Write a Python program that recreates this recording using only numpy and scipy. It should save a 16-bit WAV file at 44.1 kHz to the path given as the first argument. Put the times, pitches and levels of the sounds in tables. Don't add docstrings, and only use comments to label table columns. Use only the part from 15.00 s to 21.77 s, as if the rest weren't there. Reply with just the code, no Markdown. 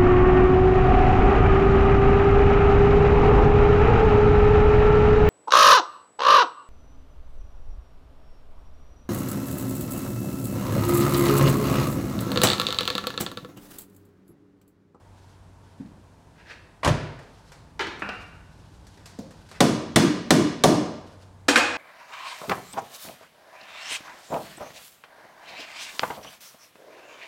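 import sys
import numpy as np
from scipy import signal
from scipy.fft import rfft, irfft, next_fast_len
from scipy.io import wavfile
from scipy.ndimage import uniform_filter1d

SR = 44100
rng = np.random.default_rng(int(sys.argv[2]) if len(sys.argv) > 2 else 0)


def bounce(signal):
    frames = np.transpose(np.atleast_2d(signal))
    limited = np.clip(frames, -1, 1)
    pcm = np.round(limited * 32767).astype(np.int16)
    wavfile.write(sys.argv[1], SR, pcm)


N = 298557
T = np.arange(SR) / SR
SCENE_T = np.arange(N) / SR

# start_s, level_db, hollowness_db, swell_db
BLOWS = [(4.6042, -2, 1, -15.5), (4.959, -0.5, -3.5, -8), (5.3054, -1, -2, -7), (5.637, -1, 5, -8.5)]
# delay_s, pitch_hz, level_db
SWELLS = [(.07, 340, 0), (.135, 305, -3)]
# frequency_hz, level_db
CRACK_SPECTRUM = [(120, -42), (200, 3.5), (473, -6), (709, -0.5), (1350, -1), (1940, -1.5), (2560, -12.5),
                  (3560, -2), (4520, -14), (5040, -12.5), (8580, -15), (13100, -28.5), (16000, -39.5)]
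THUMP_SPECTRUM = [(41, -40), (70, -32), (100, -19), (130, -11.5), (206, 3.5), (262, -6), (385, -1),
                  (432, 2.5), (517, 1.5), (643, 6), (1020, -3), (1300, -13.5), (1500, -49), (1950, -48.5),
                  (3300, -120)]
SHEET_SPECTRUM = [(24, -60.5), (40, -35.5), (127, -4), (189, -4), (215, -1), (256, -2), (305, -2.5),
                  (503, -14.5), (630, -13), (810, -22), (1020, -21), (2500, -28.5), (6170, -33),
                  (9690, -38), (16000, -53.5)]
# pitch_hz, level_db, t60_s
PANEL_MODES = [(137.4, -9, 0.74), (161.7, -7.5, 0.87), (182.2, -5, 0.82), (223.4, -1.5, 0.74),
               (243.4, 5, 0.32), (298, 0, 0.71), (308.5, -10.5, 0.94), (392.5, -3.5, 0.75),
               (404.5, -4.5, 0.65), (472, -8.5, 0.78), (547, -12, 0.76), (612, -3.5, 0.46),
               (690, 0.5, 0.21), (748, -13, 0.81), (930, -10.5, 0.64), (1020, -10.5, 0.75),
               (1477, -10.5, 0.42), (1860, -24.5, 0.64)]

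# start_s, level_db, bass_db, middle_db, treble_db, snap_db
BAR_HITS = [(2.793, -25.5, -9, 2.5, -4.5, 3.5), (2.805, -26, -2.5, 0.5, -2.5, -15),
            (2.869, -42.5, 14.5, -12, 1, 11)]
CLAMP_HITS = [(3.0205, -24, 0, -0.5, -12.5, 2.5), (3.089, -30.5, 1, 2, 5, 4.5)]
HAMMER_HITS = [(6.4825, -20, 1, 10, 8, -15.5), (6.486, -16.5, 4, 5, 0, 2),
               (6.5575, -9.5, -12.5, -12.5, -6, 5.5), (6.574, -18, 0.5, 10, 1, -2.5)]
# frequency_hz, level_db
BAR_SPECTRUM = [(59, -39), (100, -28), (229, -7.5), (308, -6), (381, 2), (662, -17), (801, -9.5),
                (1080, -11), (2080, -9), (3400, -16), (3780, -15), (6150, -22.5), (16000, -52)]
CLAMP_SPECTRUM = [(59, -45), (100, -13), (160, -23), (197, -8), (229, -7.5), (481, -7), (535, -9),
                  (736, -6.5), (1010, -9.5), (1450, -2), (2170, -9.5), (2800, -3.5), (3120, -18),
                  (4770, -22.5), (16000, -59)]
HAMMER_SPECTRUM = [(59, -55), (100, -27), (166, -22), (283, 4.5), (433, -14.5), (481, -12), (634, -10),
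                   (854, -9), (1520, -4), (1610, -1.5), (1950, -10.5), (2520, -7), (2930, -13), (7940, -20),
                   (16000, -45.5)]
# pitch_hz, level_db, t60_s
BAR_MODES = [(397, 5, 0.24), (925, 0, 0.16), (1720, -7, 0.75), (2100, -8, 0.42), (2870, -10, 0.31),
             (3030, 3, 0.21), (3200, -9, 0.33), (3740, -15, .5), (4185, -18, .7)]
CLAMP_MODES = [(199, 2, 0.49), (742, -10, 1), (1165, -8, 0.89), (1400, -1, 0.82), (1490, -0.5, 0.76),
               (2330, -7, 0.77), (2567, -13, .7), (2710, 0, 0.4), (2790, -4, 0.83), (2570, 4.5, 0.22)]
HAMMER_MODES = [(318, -11, 0.32), (489, -2, 1), (842, -6, 0.7), (1170, -7, 0.64), (1340, -4, 0.37),
                (1590, 4.5, 0.33), (1580, 0, 0.41), (1730, -8.5, 0.3), (1780, -12, 0.74), (2010, -4, 0.52),
                (2470, -1, 0.78), (2550, 1.5, .8), (2450, -11, 0.56), (3130, 0.5, 0.38), (4670, 0, 0.29)]

# start_s, level_db, bass_db, middle_db, treble_db
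DOOR_HITS = [(1.831, -23.5, -14, -13, -9.5), (1.846, -21.5, -5.5, -2, 4), (1.859, -24, 1.5, 1, -11),
             (1.875, -22, 4.5, 0.5, 3.5)]
# frequency_hz, level_db
SLAM_SPECTRUM = [(18, -43), (30, -17), (109, -2.5), (204, -14), (328, -8), (437, -14), (584, -5),
                 (866, -8.5), (1040, -4.5), (1320, -14.5), (3060, -23.5), (6550, -31), (10500, -39),
                 (16000, -57)]
CABIN_SPECTRUM = [(18, -42), (30, -11), (145, 0), (194, -12), (233, -10.5), (345, -12), (702, -14.5),
                  (801, -23), (962, -14.5), (1070, -20.5), (1540, -19.5), (6050, -37), (10500, -45),
                  (16000, -73)]
# pitch_hz, level_db, t60_s
SKIN_MODES = [(48, -14, 1), (94.7, -9, 0.57), (122, 7, 0.28), (151.3, -1, 0.54), (174.8, -9, 0.49)]

# start_s, level_db, hardness_db, settle_s
STEPS = [(0.798, -33, -23, 0.2), (0.858, -37.5, -10, 0.053), (4.187, -28.5, 2.5, 0.067)]
# start_s, level_db, dullness_db
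TICKS = [(2.189, -44.5, 13.5), (2.518, -44, 3), (2.993, -44.5, 4), (3.867, -53, -6), (3.973, -50.5, 9),
         (4.057, -43, -5.5), (4.307, -48.5, 2.5), (4.488, -52.5, -6.5), (4.513, -41, 5.5)]
# peak_s, level_db, half_length_s
SCUFFS = [(1.402, -54.5, 0.026), (1.514, -41, 0.028), (4.561, -49.5, 0.036)]
# start_s, length_s, level_db
MOVES = [(0.147, 0.21, -70), (0.62, 0.17, -70.5), (2.196, .35, -65.5), (2.891, 1.7, -65.5),
         (6.049, 0.18, -65)]
# frequency_hz, level_db
SOLE_SPECTRUM = [(47, -45.5), (80, -27), (198, -2), (405, -23), (491, -16), (1020, -38.5), (1720, -41.5),
                 (2770, -47), (4170, -40.5), (6030, -41.5), (14000, -58)]
TICK_SPECTRUM = [(240, -33), (400, 1.5), (1790, -1), (3020, -7.5), (4510, -4), (7280, -8.5), (7990, -8.5),
                 (13500, -21.5), (16000, -34)]
SCUFF_SPECTRUM = [(180, -44), (300, -17), (364, -6), (1070, -12.5), (1700, 0.5), (2240, -8), (2670, -4.5),
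                  (2940, -12), (5080, -16), (14000, -47)]
CLOTH_SPECTRUM = [(880, -32), (1500, 8.5), (1710, -8), (2910, -1), (4550, -1.5), (5380, -3), (12000, -16),
                  (16000, -36.5)]

# frequency_hz, level_db
RUMBLE_SPECTRUM = [(12, -41), (20, -15.5), (33, -1.5), (97, -5), (111, -4.5), (124, -8.5), (166, -6),
                   (216, -19), (300, -16), (390, -44.5), (660, -120)]
VENT_SPECTRUM = [(120, -38), (200, -3), (334, -6), (500, -8), (612, -8), (671, -8), (821, -9), (899, -5),
                 (1300, -15.5), (1560, -15.5), (2170, -22), (9060, -30), (16000, -46.5)]
# time_s, level_db
HUM_LEVELS = [(0.65, -54), (1.3, -66), (6.1, -51.5), (6.77, -51.5)]
# frequency_hz, t60_s
ROOM_DECAY = [(100, 0.68), (300, 0.69), (700, 0.89), (1800, 0.84), (4800, 0.75), (8000, 0.52),
              (13000, 0.33)]


def panel_blows():
    out = np.zeros(N)
    edge_loss, face_db = 0.55, 4.5
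    steel = rippled(SHEET_SPECTRUM)
    crack, thump, sheet = noise(CRACK_SPECTRUM), noise(THUMP_SPECTRUM), noise(steel)
    bend = bending_wave(start_hz=257.8, end_hz=128, glide_s=0.0243, t60=0.12)
    for start, db, hollow_db, swell_db in BLOWS:
        blow = amp(-6.5) * varied(crack, CRACK_SPECTRUM) * fade(t60=0.043, rise_s=0.001)
        blow += amp(-5.5) * varied(thump, THUMP_SPECTRUM) * fade(t60=0.094, rise_s=0.0045)
        blow += amp(-2.5) * bend
        blow += amp(-13) * reverberant(varied(sheet, steel), rise_s=0.0019)
        blow += amp(-15) * ring(PANEL_MODES, scatter_db=1.5, blur=0.0011) * onset(0.018)
        spot_eq = [(280, 0), (700, hollow_db - 0.5), (1900, -edge_loss * hollow_db), (5500, face_db)]
        add(out, start, amp(db) * shaped(blow, spot_eq))
        for delay, hz, late_db in SWELLS:
            swell = damped_sine(hz, t60=0.14, rise_s=0.0096)
            add(out, start + delay, amp(db + swell_db + late_db) * swell)
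    return out


def bending_wave(start_hz, end_hz, glide_s, t60):
    hz = end_hz + (start_hz - end_hz) * np.exp(-T / glide_s)
    return np.sin(2 * np.pi * np.cumsum(hz) / SR) * fade(t60, rise_s=0.0089)


def tools():
    bar = floor_impacts(BAR_HITS, BAR_SPECTRUM, BAR_MODES, t60=0.14, room_db=-6.5, ring_db=-3)
    clamp = floor_impacts(CLAMP_HITS, CLAMP_SPECTRUM, CLAMP_MODES, t60=0.042, room_db=-9.5, ring_db=-8.5)
    hammer = floor_impacts(HAMMER_HITS, HAMMER_SPECTRUM, HAMMER_MODES,
                           t60=0.14, room_db=-7.5, ring_db=-10.5)
    handle_clunk = amp(-14) * damped_sine(hz=282.5, t60=0.21, rise_s=0.0066)
    add(hammer, HAMMER_HITS[1][0], handle_clunk)
    low_cut = signal.butter(2, 110, "highpass", fs=SR, output="sos")
    return signal.sosfilt(low_cut, bar + clamp + hammer)


def floor_impacts(hits, spectrum, modes, t60, room_db, ring_db):
    out = np.zeros(N)
    steel = rippled(spectrum)
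    for start, db, *tone, snap_db in hits:
        snap = amp(snap_db) * toned(noise(steel), tone) * fade(t60=0.036, rise_s=0.00049)
        ringing = amp(ring_db) * toned(ring(modes, scatter_db=2.5, blur=0.0055), tone) * onset(0.002)
        body = knock(steel, tone, t60, rise_s=0.001, room_db=room_db, stretch=1.045)
        add(out, start, amp(db) * (snap + ringing + body))
    return out


def car_door():
    out = np.zeros(N)
    for start, db, *tone in DOOR_HITS:
        impact = toned(noise(SLAM_SPECTRUM), tone) * fade(t60=0.12, rise_s=0.00078)
        boom = reverberant(toned(noise(CABIN_SPECTRUM), tone), rise_s=0.0078)
        add(out, start, amp(db + 6.5) * impact + amp(db - 3) * boom)
    air_push = amp(-14) * damped_sine(hz=97.3, t60=0.15, rise_s=0.0037)
    skin = amp(-15.5) * ring(SKIN_MODES, scatter_db=1, blur=0.0048) * onset(0.0098)
    add(out, DOOR_HITS[-1][0], air_push + skin)
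    return out


def footfalls():
    out = np.zeros(N)
    for start, db, hard_db, settle_s in STEPS:
        tone = (0, hard_db, hard_db)
        step = knock(SOLE_SPECTRUM, tone, settle_s, rise_s=0.023 * settle_s, room_db=-11.5, stretch=0.86)
        add(out, start, amp(db + 3) * step)
    return out


def metal_ticks():
    out = np.zeros(N)
    for start, db, dull_db in TICKS:
        tone = (dull_db, 0.4 * dull_db, -0.6 * dull_db)
        add(out, start, amp(db) * knock(TICK_SPECTRUM, tone, t60=0.075, rise_s=0.00075, room_db=-8.5))
    return out


def shoe_scuffs():
    pressure = sum(amp(db) * np.exp(-np.abs(SCENE_T - peak) / width) for peak, db, width in SCUFFS)
    grit_db = 1.3 * unit(uniform_filter1d(rng.standard_normal(N), size=90))
    slide = pressure * unit(amp(grit_db) * noise(SCUFF_SPECTRUM, size=N))
    walls = reverberant(rng.standard_normal(SR), rise_s=0.005)
    return slide + amp(-7) * signal.fftconvolve(slide, walls / np.linalg.norm(walls))[:N]


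def clothes():
    attack_s, release_s = 0.022, 0.065
    motion = np.zeros(N)
    for start, length, db in MOVES:
        attack = np.clip((SCENE_T - start) / attack_s, 0, 1)
        release = np.exp(-np.maximum(SCENE_T - start - length, 0) / release_s)
        motion += amp(db) * attack * release
    folds = uniform_filter1d(rng.standard_normal(N), size=1500)
    folds_db = 3.3 * unit(uniform_filter1d(folds, size=700))
    return motion * amp(folds_db) * noise(CLOTH_SPECTRUM, size=N)


def workshop():
    peak_s, rise_s, fall_s, hum_hz = 2.85, 0.27, 1.56, 94.4
    width_s = np.where(SCENE_T < peak_s, rise_s, fall_s)
    surge_db = 6 * np.exp(-((SCENE_T - peak_s) / width_s) ** 2)
    rumble = amp(-54.5 + surge_db) * noise(RUMBLE_SPECTRUM, size=N)
    hum_db = np.interp(SCENE_T, *np.transpose(HUM_LEVELS))
    hum = amp(hum_db) * np.sqrt(2) * np.sin(2 * np.pi * hum_hz * SCENE_T)
    return rumble + hum + amp(-57.5) * noise(VENT_SPECTRUM, size=N)


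def knock(spectrum, tone, t60, rise_s, room_db, stretch=1.0):
    direct = toned(noise(spectrum), tone) * fade(t60, rise_s)
    diffuse = reverberant(toned(noise(spectrum), tone), rise_s=0.0016, stretch=stretch)
    return direct + amp(room_db) * diffuse


def reverberant(x, rise_s, stretch=1.0):
    hz, t, bands = signal.stft(x, SR, nperseg=256)
    t60 = stretch * along(ROOM_DECAY, hz)[:, None]
    tail = signal.istft(bands * amp(-60 * t / t60), SR, nperseg=256)[1]
    return tail[:SR] * onset(rise_s)


def ring(modes, scatter_db, blur):
    hz, db, t60 = np.transpose(modes)[:, :, None]
    gain = amp(db + scatter_db * rng.standard_normal(db.shape)) / np.linalg.norm(amp(db))
    drift = np.cumsum(rng.standard_normal((len(hz), SR)), axis=1) * np.sqrt(2 * np.pi * blur * hz / SR)
    phase = 2 * np.pi * hz * T + uniform_filter1d(drift, size=200, axis=1)
    return np.sqrt(2) * np.sum(gain * amp(-60 * T / t60) * np.sin(phase), axis=0)


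def rippled(spectrum, depth_db=3):
    hz = np.linspace(20, SR / 2, 900)
    ripple_db = depth_db * rng.standard_normal(len(hz)) * np.minimum(hz / 1200, 1)
    return np.transpose([hz, along(spectrum, hz) + ripple_db])


def varied(x, spectrum, likeness=0.7):
    return likeness * x + np.sqrt(1 - likeness ** 2) * noise(spectrum)


def noise(spectrum, size=SR):
    return unit(shaped(rng.standard_normal(size), spectrum))


def toned(x, tone):
    bass, middle, treble = tone
    return shaped(x, [(280, bass), (700, middle), (1900, 0), (5500, treble)])


def shaped(x, spectrum):
    return filtered(x, lambda hz: amp(along(spectrum, hz)))


def filtered(x, response):
    size = next_fast_len(len(x) + 8192)
    return irfft(rfft(x, size) * response(np.fft.rfftfreq(size, 1 / SR)), size)[:len(x)]


def damped_sine(hz, t60, rise_s):
    return np.sin(2 * np.pi * hz * T) * fade(t60, rise_s)


def fade(t60, rise_s):
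    return amp(-60 * T / t60) * onset(rise_s)


def onset(rise_s):
    return 1 - np.exp(-(T / rise_s) ** 2)


def along(points, hz):
    point_hz, values = np.transpose(points)
    return np.interp(np.log(hz + 1), np.log(point_hz + 1), values)


def amp(db):
    return 10 ** (np.asarray(db) / 20)


def unit(x):
    return x / np.sqrt(np.mean(x ** 2) + 1e-20)


def add(track, start_s, sound):
    part = track[round(start_s * SR):][:len(sound)]
    part += sound[:len(part)]


def scene():
    impacts = panel_blows() + car_door() + tools() + footfalls() + metal_ticks()
    return (impacts + shoe_scuffs() + clothes() + workshop())[None]


def record(dry):
    ceiling, low_hz, top_hz = 0.92, 42.0, 16200
    rounded = dry[0] / (1 + np.abs(dry[0] / ceiling) ** 6) ** (1 / 6)
    passband = lambda hz: hz ** 3 / np.sqrt(hz ** 6 + low_hz ** 6) * (hz < top_hz)
    return filtered(rounded, passband)[None]


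dry = scene()
out = record(dry)
bounce(out)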